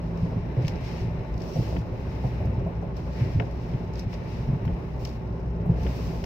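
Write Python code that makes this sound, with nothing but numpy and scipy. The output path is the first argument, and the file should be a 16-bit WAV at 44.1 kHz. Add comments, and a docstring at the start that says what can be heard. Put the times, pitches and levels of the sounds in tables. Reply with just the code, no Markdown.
"""Low rumble and engine boom inside a car in a sandstorm: rough asphalt drives noise through body and cabin modes.
Wheels thud over bumps and slap across patches, front axle then rear; plastic trim snaps in damped modes.
Rushing air is shaped noise; sand is random grains plus noise, hissing on the glass in gusts.
Coarser grit pings in short bursts, a panel hums, and a seal whistles once."""
import sys
import numpy as np
from scipy.fft import rfft, irfft, next_fast_len
from scipy.io import wavfile
from scipy.ndimage import map_coordinates

SR = 44100
rng = np.random.default_rng(int(sys.argv[2]) if len(sys.argv) > 2 else 0)


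def store_pcm(level_fs):
    """Save levels as 16-bit WAV."""
    pcm = np.round(np.clip(level_fs, -1, 1) * 32767).astype(np.int16)
    wavfile.write(sys.argv[1], SR, np.atleast_2d(pcm).T)


N = 275625

# Bumps in the road. Each row: start in seconds, front thud in relative dB, rear thud in relative dB,
# front pitch in Hz.
BUMP_HITS = [(0.216, -14.5, -29, 114), (0.352, -17.5, -31.5, 107), (0.571, -14.5, -21, 120),
             (0.604, -19, -30, 103), (0.634, -19, -37, 139), (1.007, -19.5, -32.5, 105.4),
             (1.552, -21, -30.5, 145.7), (1.58, -14, -27, 116.7), (1.608, -28, -18, 108.7),
             (1.905, -22.5, -25, 126.4), (2.24, -13, -21, 127.7), (2.312, -33, -20, 116.7),
             (2.446, -16.5, -33, 106), (2.49, -19.5, -20.5, 106), (2.565, -17, -29.5, 119),
             (3.202, -14.5, -23, 115.6), (3.24, -20, -29, 95), (3.345, -13.5, -32, 106),
             (3.369, -15, -30.5, 117), (3.728, -18.5, -30, 133.6), (4.054, -17, -27.5, 110.4),
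             (4.474, -13.5, -19, 137), (4.524, -15, -19.5, 135), (4.555, -22.5, -21.5, 98.3),
             (4.66, -18, -33.5, 148), (5.651, -18, -26.5, 129), (5.689, -12.5, -20, 119),
             (6.062, -19, -23.5, 150)]
# Body rumble spectrum. Each row: frequency in Hz, relative density in dB per Hz.
BODY_SPECTRUM = [(15, -49), (25, -38), (32, -4), (50, 1.5), (75, -3), (100, -3), (140, -1.5), (180, -3),
                 (205, -8.5), (270, -13.5), (400, -27.5), (900, -86.5)]
# Plastic trim spectrum. Each row: frequency in Hz, relative density in dB per Hz.
PLASTIC_SPECTRUM = [(250, -7.5), (600, 9.5), (1100, -2), (1700, 13), (3200, 8.5), (4200, -14), (5500, -5),
                    (8000, -47), (15000, -29.5)]
# Struck glass spectrum. Each row: frequency in Hz, relative density in dB per Hz.
GLASS_SPECTRUM = [(1000, -30), (2100, -4.5), (3100, -17.5), (4100, 3.5), (5400, 10), (6400, -0.5),
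                  (8000, -14), (10000, -18), (12500, -14), (14000, -10.5), (16000, -19)]


def amp(db):
    """Decibels to gain."""
    return 10 ** (np.asarray(db) / 20)


def unit(x):
    """Scale to rms 1."""
    return x / np.sqrt(np.mean(x ** 2) + 1e-20)


def noise(size=N):
    """Two unrelated channels of white noise."""
    return rng.standard_normal((2, size))


def along(points, hz):
    """(Hz, value) points read on a log-frequency axis."""
    f, v = np.transpose(points)
    return np.interp(np.log(hz + 1), np.log(f + 1), v)


def curve(rows):
    """(s, value) points read at every sample."""
    s, v = np.transpose(rows)
    return np.interp(np.arange(N) / SR, s, v)


def wobble(knots_per_s):
    """Smooth random curve through 1000 normal knots, mirrored beyond them."""
    knots = rng.standard_normal(1000)
    return map_coordinates(knots, [np.arange(N) * knots_per_s / SR], mode="mirror")


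def filtered(x, response):
    """x through a response given as a function of Hz."""
    size = x.shape[-1]
    m = next_fast_len(size + 8192)
    return irfft(rfft(x, m) * response(np.fft.rfftfreq(m, 1 / SR)), m)[..., :size]


def coloured(x, spectrum):
    """x shaped by (Hz, dB) points."""
    return filtered(x, lambda hz: amp(along(spectrum, hz)))


def in_cabin(pair):
    """Two unrelated signals become left and right: long waves reach both alike, short ones do not."""
    # Left-right likeness. Each row: frequency in Hz, correlation from 0 to 1.
    likeness = [(60, 0.93), (160, 0.99), (270, 0.85), (450, 0.85), (740, 0.08), (1200, 0.1), (2000, 0)]
    # Stereo balance. Each row: frequency in Hz, left minus right gain in dB.
    balance = [(60, 1.6), (120, -0.5), (200, -0.5), (270, -5), (400, -3), (500, -6), (640, 0.5), (870, 1.5),
               (1100, 1), (1800, 5), (4000, 4), (5000, -0.5), (5800, 5), (15000, 2)]

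    def mid_side(hz):
        turn = np.arccos(np.clip(along(likeness, hz), -1, 1)) / 2
        return np.array([np.cos(turn), np.sin(turn)])

    mid, side = filtered(pair, mid_side)
    left_right = np.array([mid + side, mid - side])
    return filtered(left_right, lambda hz: amp(np.outer([.5, -.5], along(balance, hz))))


def add(track, s, sound):
    """Mix a sound into a track at time s."""
    part = track[..., max(round(s * SR), 0):][..., :sound.shape[-1]]
    part += sound[..., :part.shape[-1]]


def bursts(events, spectrum, attack_s, t60_s, echo_db, echo_t60_s):
    """Each contact is shaped noise, standing for dense damped modes, plus a second decay for the cabin."""
    track, t = np.zeros((2, N)), np.arange(SR // 5) / SR
    decay = amp(-60 * t / t60_s) + amp(echo_db - 60 * t / echo_t60_s)
    shape = (1 - np.exp(-t / attack_s)) * decay
    crest = np.sqrt(np.mean(shape ** 2)) / shape.max()
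    for s, db, tilt_db_per_octave in events:
        def colour(hz):
            return amp(along(spectrum, hz) + tilt_db_per_octave * np.log2(np.maximum(hz, 100)))

        modes = filtered(noise(len(t)), colour)
        add(track, s, amp(db) * unit(modes * shape) * crest)
    return in_cabin(track)


def swells(events, rest_db, rise_share, fall_db_per_s):
    """Level in dB: each (start, length, dB) event builds over a share of its length, holds, dies away."""
    t = np.arange(N) / SR
    power = amp(rest_db) ** 2
    for s, length_s, db in events:
        attack = np.sin(np.pi / 2 * np.clip((t - s) / (rise_share * length_s), 0, 1)) ** 2
        release_db = fall_db_per_s * np.maximum(t - s - length_s, 0)
        power = power + (attack * amp(db - release_db)) ** 2
    return 10 * np.log10(power)


def strays():
    """Single grains tap faintly on the glass at random times, also between gusts."""
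    taps_per_s, level_db, spread_db = 31, -64, 1.5  # spread either way
    draws = rng.random((int(taps_per_s * N / SR), 2))
    taps = [(when * N / SR, level_db + spread_db * (2 * size - 1), 0) for when, size in draws]
    return bursts(taps, GLASS_SPECTRUM, attack_s=0.00016, t60_s=0.022, echo_db=-6.5, echo_t60_s=0.087)


def whistle():
    """Air forced through a door seal gives a thin, unsteady tone, wavering separately in each channel."""
    # Whistles. Each row: start in seconds, length in seconds, relative peak in dB.
    whistle_spells = [(1.42, 0.13, -56.5)]
    pitch_hz, waver_hz = 5700, 110
    level_db = swells(whistle_spells, rest_db=-92, rise_share=1.0, fall_db_per_s=200)
    hz = pitch_hz + waver_hz * np.array([wobble(400), wobble(400)])
    phase = 2 * np.pi * np.cumsum(hz, axis=1) / SR
    return in_cabin(amp(level_db + 2.5 * wobble(70)) * unit(np.sin(phase)))


def hum():
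    """A wavering body hum comes and goes; the tread adds a faint, unsteady note."""
    # Panel hum. Each row: start in seconds, length in seconds, relative peak in dB.
    hum_spells = [(-0.1, 0.39, -28), (5.38, 0.33, -28.5)]
    hum_db = swells(hum_spells, rest_db=-39, rise_share=0.48, fall_db_per_s=114.5)

    def waver(hz, spread_hz, knots_per_s):
        return unit(np.sin(2 * np.pi * np.cumsum(hz + spread_hz * wobble(knots_per_s)) / SR))

    panel = amp(hum_db - 4.5 + 0.47 * wobble(3.7)) * waver(168.9, spread_hz=2.675, knots_per_s=18)
    tread = amp(-55.0 + 3.2 * wobble(24)) * waver(875.6, spread_hz=19, knots_per_s=60)
    return in_cabin(np.array([panel + tread, np.zeros(N)]))


def grit():
    """Coarse grit cracks on the glass at contact, then the pane pings briefly."""
    # Hits. Each row: start in seconds, relative level in dB, brightness in dB per octave.
    grit_hits = [(0.174, -51, 0), (0.622, -47.5, -1), (0.657, -49, 0.5), (0.6689, -42.5, -3),
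                 (0.6806, -31.5, 1), (0.6954, -44.5, 3), (0.7572, -45.5, -5), (1.3406, -49, -6),
                 (1.3783, -45.5, -1.5), (1.4047, -47, -1.5), (1.4187, -40.5, -4.5), (2.455, -51.5, 7),
                 (2.9674, -45.5, -0.5), (3.5114, -51, 1), (3.9355, -47, 1), (3.956, -41, -6.5),
                 (3.994, -34, -0.5), (4.14, -40.5, -7.5), (4.6536, -48, 6), (5.0506, -31.5, -1),
                 (5.0729, -43, -3), (5.091, -45.5, -1.5), (5.8328, -46.5, 4), (6.0721, -46, -5),
                 (6.241, -38.5, 1)]
    # Contact spectrum. Each row: frequency in Hz, relative density in dB per Hz.
    crack_spectrum = [(2500, -17), (4500, 6), (7000, -5.5), (10000, -8.5), (13500, -5), (16000, -11)]
    ping = bursts(grit_hits, GLASS_SPECTRUM, attack_s=.0002, t60_s=.018, echo_db=-17, echo_t60_s=.12)
    crack = bursts(grit_hits, crack_spectrum, attack_s=.0001, t60_s=.004, echo_db=-40, echo_t60_s=.03)
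    return amp(-3) * ping + amp(-17) * crack


def trim():
    """Plastic trim snaps as the body flexes, rings in damped modes and scatters round the cabin."""
    # Snaps. Each row: start in seconds, relative level in dB, brightness in dB per octave.
    trim_snaps = [(0.6482, -36, 2), (0.6805, -30.5, 7), (1.7644, -33.5, 0), (1.7666, -36.5, -1.5),
                  (3.3986, -26, 1.5), (3.4013, -24.5, -9.5), (3.4216, -33, -8), (3.7369, -40, -1),
                  (4.13, -40, 7), (4.5444, -45, -4.5), (4.651, -35.5, -6.5), (4.678, -39, -2),
                  (5.0542, -38.5, 1.5), (5.8658, -36, 1.5), (5.8703, -38, -1.5), (6.2393, -33.5, -0.5)]
    # Dashboard modes. Each row: nominal frequency in Hz, nominal level in dB, t60 in seconds.
    trim_modes = [(675, -9.5, 0.025), (910, 0, 0.02), (1380, -8.5, 0.02), (1680, -8.5, 0.0095),
                  (2150, -4.5, 0.015), (2790, -1, .011), (3046, -5, 0.0062), (3760, -13.5, 0.01)]
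    contact_s = 0.0001
    pan_db, lag_s = 12, 0.00055  # louder and earlier on the left
    snaps, t = np.zeros((2, N)), np.arange(SR // 20) / SR
    hz, level_db, t60_s = np.transpose(trim_modes)[:, :, None]
    half_turns = np.arange(len(hz))[:, None] / 2  # alternate modes start inverted
    for s, db, tilt_db_per_octave in trim_snaps:
        detune, scatter_db = rng.standard_normal((2, len(hz), 1))
        cycles = hz * (1 + 0.033 * detune) * t + half_turns
        mode_db = level_db + tilt_db_per_octave * np.log2(hz) + scatter_db - 60 * t / t60_s
        ring = (amp(mode_db) * np.sin(2 * np.pi * cycles)).sum(0)
        ring = ring * (1 - np.exp(-t / contact_s)) ** 2
        ring = amp(db) * ring / np.abs(ring).max()
        add(snaps[0], s, amp(pan_db / 2) * ring)
        add(snaps[1], s + lag_s, amp(-pan_db / 2) * ring)
    scattered = bursts(trim_snaps, PLASTIC_SPECTRUM, attack_s=.0003, t60_s=.024, echo_db=-20, echo_t60_s=.08)
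    return amp(-1.5) * snaps + amp(-5) * scattered


def storm():
    """Air rushes round the car; stronger gusts throw more grains at the glass, with a fizz of fine dust."""
    # Sand hiss. Each row: time in seconds, relative level in dB.
    sand_flow = [(0, -66), (0.14, -65), (0.2, -59.5), (0.36, -65.5), (0.55, -71), (0.68, -52),
                 (0.73, -60.5), (0.79, -62.5), (0.85, -51.5), (1.02, -53.5), (1.12, -68), (1.31, -69),
                 (1.39, -63), (1.42, -57), (1.49, -55.5), (1.58, -52), (1.78, -55), (1.84, -66.5),
                 (2.27, -58.5), (2.55, -72), (2.94, -71), (2.97, -56), (3.04, -63), (3.2, -55.5),
                 (3.36, -58.5), (3.47, -64), (3.7, -61), (3.92, -67), (3.99, -51.5), (4.07, -68.5),
                 (4.135, -53.5), (4.2, -65.5), (4.33, -55.5), (4.6, -69.5), (4.76, -66), (4.98, -67),
                 (5.0, -58.5), (5.09, -55.5), (5.15, -61.5), (5.19, -68), (5.68, -75), (5.84, -54),
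                 (6.02, -52.5), (6.25, -57.5)]
    # Rushing air. Each row: time in seconds, relative level in dB.
    air_rush = [(0, -56), (0.45, -55), (0.65, -50.5), (0.9, -50.5), (1.3, -53.5), (1.48, -58),
                (1.72, -55.5), (1.9, -54.5), (2.4, -52.5), (2.88, -56.5), (3.2, -54.5), (3.55, -54),
                (4.45, -52.5), (4.85, -55.5), (5.45, -57.5), (5.9, -53.0), (6.25, -53)]
    # Dust fizz. Each row: time in seconds, level in dB re the hiss.
    dust_levels = [(0.2, -15.5), (0.65, -21.5), (0.92, -21), (1.3, -12), (1.5, -10), (1.68, -11.5),
                   (2.3, -14), (3.2, -17), (3.7, -15), (4.3, -18), (5.0, -9.5), (5.4, -18), (6.0, -9)]
    # Squalls that strike the car. Each row: start in seconds, length in seconds, relative peak in dB.
    squalls = [(1.6, 0.053, -47.5), (3.13, 0.08, -47.5)]
    # Spectra of air, sand and dust. Each row: frequency in Hz, relative density in dB per Hz.
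    air_spectrum = [(400, -3.5), (1200, -3.5), (2000, 4.5), (2750, 0.5), (3300, -11), (4000, -6),
                    (4600, -20), (5200, -9), (6300, -22), (8000, -31), (10000, -33), (14000, -26),
                    (16000, -33)]
    sand_spectrum = [(600, -16.5), (1500, -2), (2600, 8), (3300, 1), (4500, 3.5), (5300, 4.5), (6400, -6),
                     (7800, -15.5), (9000, -17), (9700, -21.5), (11300, -24), (12500, -16), (13600, -24.5),
                     (15600, -26.5)]
    fizz_spectrum = [(3000, -33.5), (5300, 1.5), (7800, -4), (9700, -14), (11300, 2), (12800, -19),
                     (13500, 7.5), (15600, 2)]
    sand_db = curve(sand_flow)
    air_db = swells(squalls, curve(air_rush), rise_share=1, fall_db_per_s=132)
    air = amp(air_db - 1.5 + 1.1 * wobble(5.4)) * unit(coloured(noise(), air_spectrum))
    grains_per_s = 2500 * amp(sand_db - sand_db.mean())
    landing = rng.random((2, N)) < grains_per_s / SR
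    grains = landing * noise() / np.sqrt(grains_per_s)  # even power, changing density
    spray = unit(grains) + amp(-2) * noise()
    fizz = amp(curve(dust_levels)) * unit(coloured(spray, fizz_spectrum))
    hiss = unit(coloured(spray, sand_spectrum)) + fizz
    return in_cabin(air + amp(sand_db + 1.5 + 0.71 * wobble(30)) * hiss)


def engine():
    """Even firing booms in the cabin, which passes little but the firing rate and its octave."""
    # Boom, louder under load. Each row: time in seconds, relative level in dB.
    engine_load = [(0.0, -35.5), (1.3, -49), (2.5, -35), (4.3, -40), (4.8, -40), (5.9, -29.5), (6.25, -39)]
    firing_hz = 61.7
    phase = 2 * np.pi * np.cumsum(firing_hz + 0.2 * wobble(2.29)) / SR
    tone = unit(np.sin(phase) + amp(-7.0) * np.sin(2 * phase))
    boom = amp(curve(engine_load) + 1.7 * wobble(6.5)) * tone
    return in_cabin(np.array([boom, np.zeros(N)]))


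def road():
    """Asphalt grain shakes body and cabin air, harder after bumps; loose trim buzzes and the tread roars."""
    # Tyre roar. Each row: time in seconds, relative level in dB.
    roar_levels = [(0.0, -39.5), (2.6, -40), (3.4, -39.5), (4.2, -41.5), (4.6, -39.5), (5.15, -42),
                   (5.8, -39), (6.25, -38.5)]
    # Cabin resonances. Each row: frequency in Hz, width in Hz, gain in dB.
    cabin_modes = [(56.6, 5.6, -0.5), (110.9, 15.4, 2.5), (172.8, 11.9, -2), (230.9, 18, 0)]
    # Tyre spectrum. Each row: frequency in Hz, relative density in dB per Hz.
    tyre_spectrum = [(100, -19), (250, -3), (330, -2), (380, 3.5), (450, -3.5), (600, -3.5), (790, -8.5),
                     (870, -8), (930, -10), (1080, -11.5), (1200, -18), (1700, -24), (3000, -38),
                     (7000, -61.5)]
    rumble_over_roar_db = 5
    shudder_db, shudder_s = -29.5, 0.11  # level re the front thud, hold
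    buzz_db, buzz_db_per_rumble_db = -69.5, 1.7
    roar_db = curve(roar_levels)
    shudders = [(s, shudder_s, db + shudder_db) for s, db, _, _ in BUMP_HITS]
    rumble_db = swells(shudders, roar_db + rumble_over_roar_db, rise_share=0.074, fall_db_per_s=67)

    def cabin_response(f):
        total = 0
        for k, (centre, width, db) in enumerate(cabin_modes):
            damping = 1j * f * width
            total = total + (-1) ** k * amp(db) * damping / (centre ** 2 - f * f + damping)
        return total

    shake = unit(coloured(noise(), BODY_SPECTRUM))
    drone = unit(filtered(coloured(noise(), BODY_SPECTRUM), cabin_response))
    body = amp(rumble_db) * (amp(-1.4) * shake + amp(0.4) * drone)
    roar = amp(roar_db + 1.11 * wobble(40)) * unit(coloured(noise(), tyre_spectrum))
    buzz_level_db = buzz_db + buzz_db_per_rumble_db * (rumble_db - rumble_db.mean())
    buzz = amp(buzz_level_db) * unit(coloured(noise(), PLASTIC_SPECTRUM))
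    return in_cabin(body + roar + buzz)


def bumps():
    """Each axle in turn thuds over a bump, jolting the panels for a few cycles, and slaps across a patch."""
    # Asphalt patches. Each row: start in seconds, front slap in relative dB, rear slap in relative dB,
    # brightness in dB per octave.
    patches = [(0.152, -34, -32.5, -9), (0.566, -29.5, -36, -2), (0.587, -27, -31.5, -7.5),
               (1.557, -24, -28.5, -5.5), (1.597, -30, -25, -14), (2.238, -27.5, -30, 5),
               (2.446, -30, -26.5, -8.5), (2.505, -30.5, -39, -8), (2.662, -27, -30.5, 4.5),
               (3.237, -32, -26.5, -3.5), (4.52, -36.5, -40.5, 5), (5.655, -31, -37.5, 6),
               (5.692, -30.5, -28.5, -9)]
    # Slap spectrum. Each row: frequency in Hz, relative density in dB per Hz.
    slap_spectrum = [(150, -24.5), (350, 2.5), (550, 6), (720, 6), (850, -6), (1100, -18), (3000, -66)]
    axle_gap_s = .161  # wheelbase over speed
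    rear_pitch_ratio = 0.61
    overtone_hz, overtone_db = 172.8, -10.5  # higher panel mode
    peak_s = 0.016
    track, t = np.zeros((2, N)), np.arange(SR // 5) / SR
    age = t / peak_s
    swell = (age * np.exp(1 - age)) ** 2

    def tone(hz):
        return np.sin(2 * np.pi * (hz * t + rng.random()))

    for start, front_db, rear_db, pitch_hz in BUMP_HITS:
        front_hit = (start, front_db, pitch_hz)
        rear_hit = (start + axle_gap_s, rear_db, pitch_hz * rear_pitch_ratio)
        for s, db, hz in (front_hit, rear_hit):
            thud = tone(hz) + amp(overtone_db) * tone(overtone_hz)
            panels = unit(coloured(noise(len(t)), BODY_SPECTRUM))
            jolt = amp(-4.0) * np.outer([1, 0], thud) + amp(-11.5) * panels
            add(track, s, amp(db) * swell * jolt)
    front = [(s, db, tilt) for s, db, _, tilt in patches]
    rear = [(s + axle_gap_s, db, tilt) for s, _, db, tilt in patches]
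    slaps = bursts(front + rear, slap_spectrum, attack_s=0.0031, t60_s=0.17, echo_db=-19.5, echo_t60_s=0.078)
    return in_cabin(track) + amp(-6.5) * slaps


def scene():
    """Sum of all sources inside the car."""
    faint = strays() + whistle() + hum()
    weather = grit() + storm()
    return faint + weather + trim() + engine() + road() + bumps()


def record(dry):
    """Band limit: nothing is kept from top_hz up."""
    top_hz = 15700
    return filtered(dry, lambda hz: hz < top_hz)


dry = scene()
out = record(dry)
store_pcm(out)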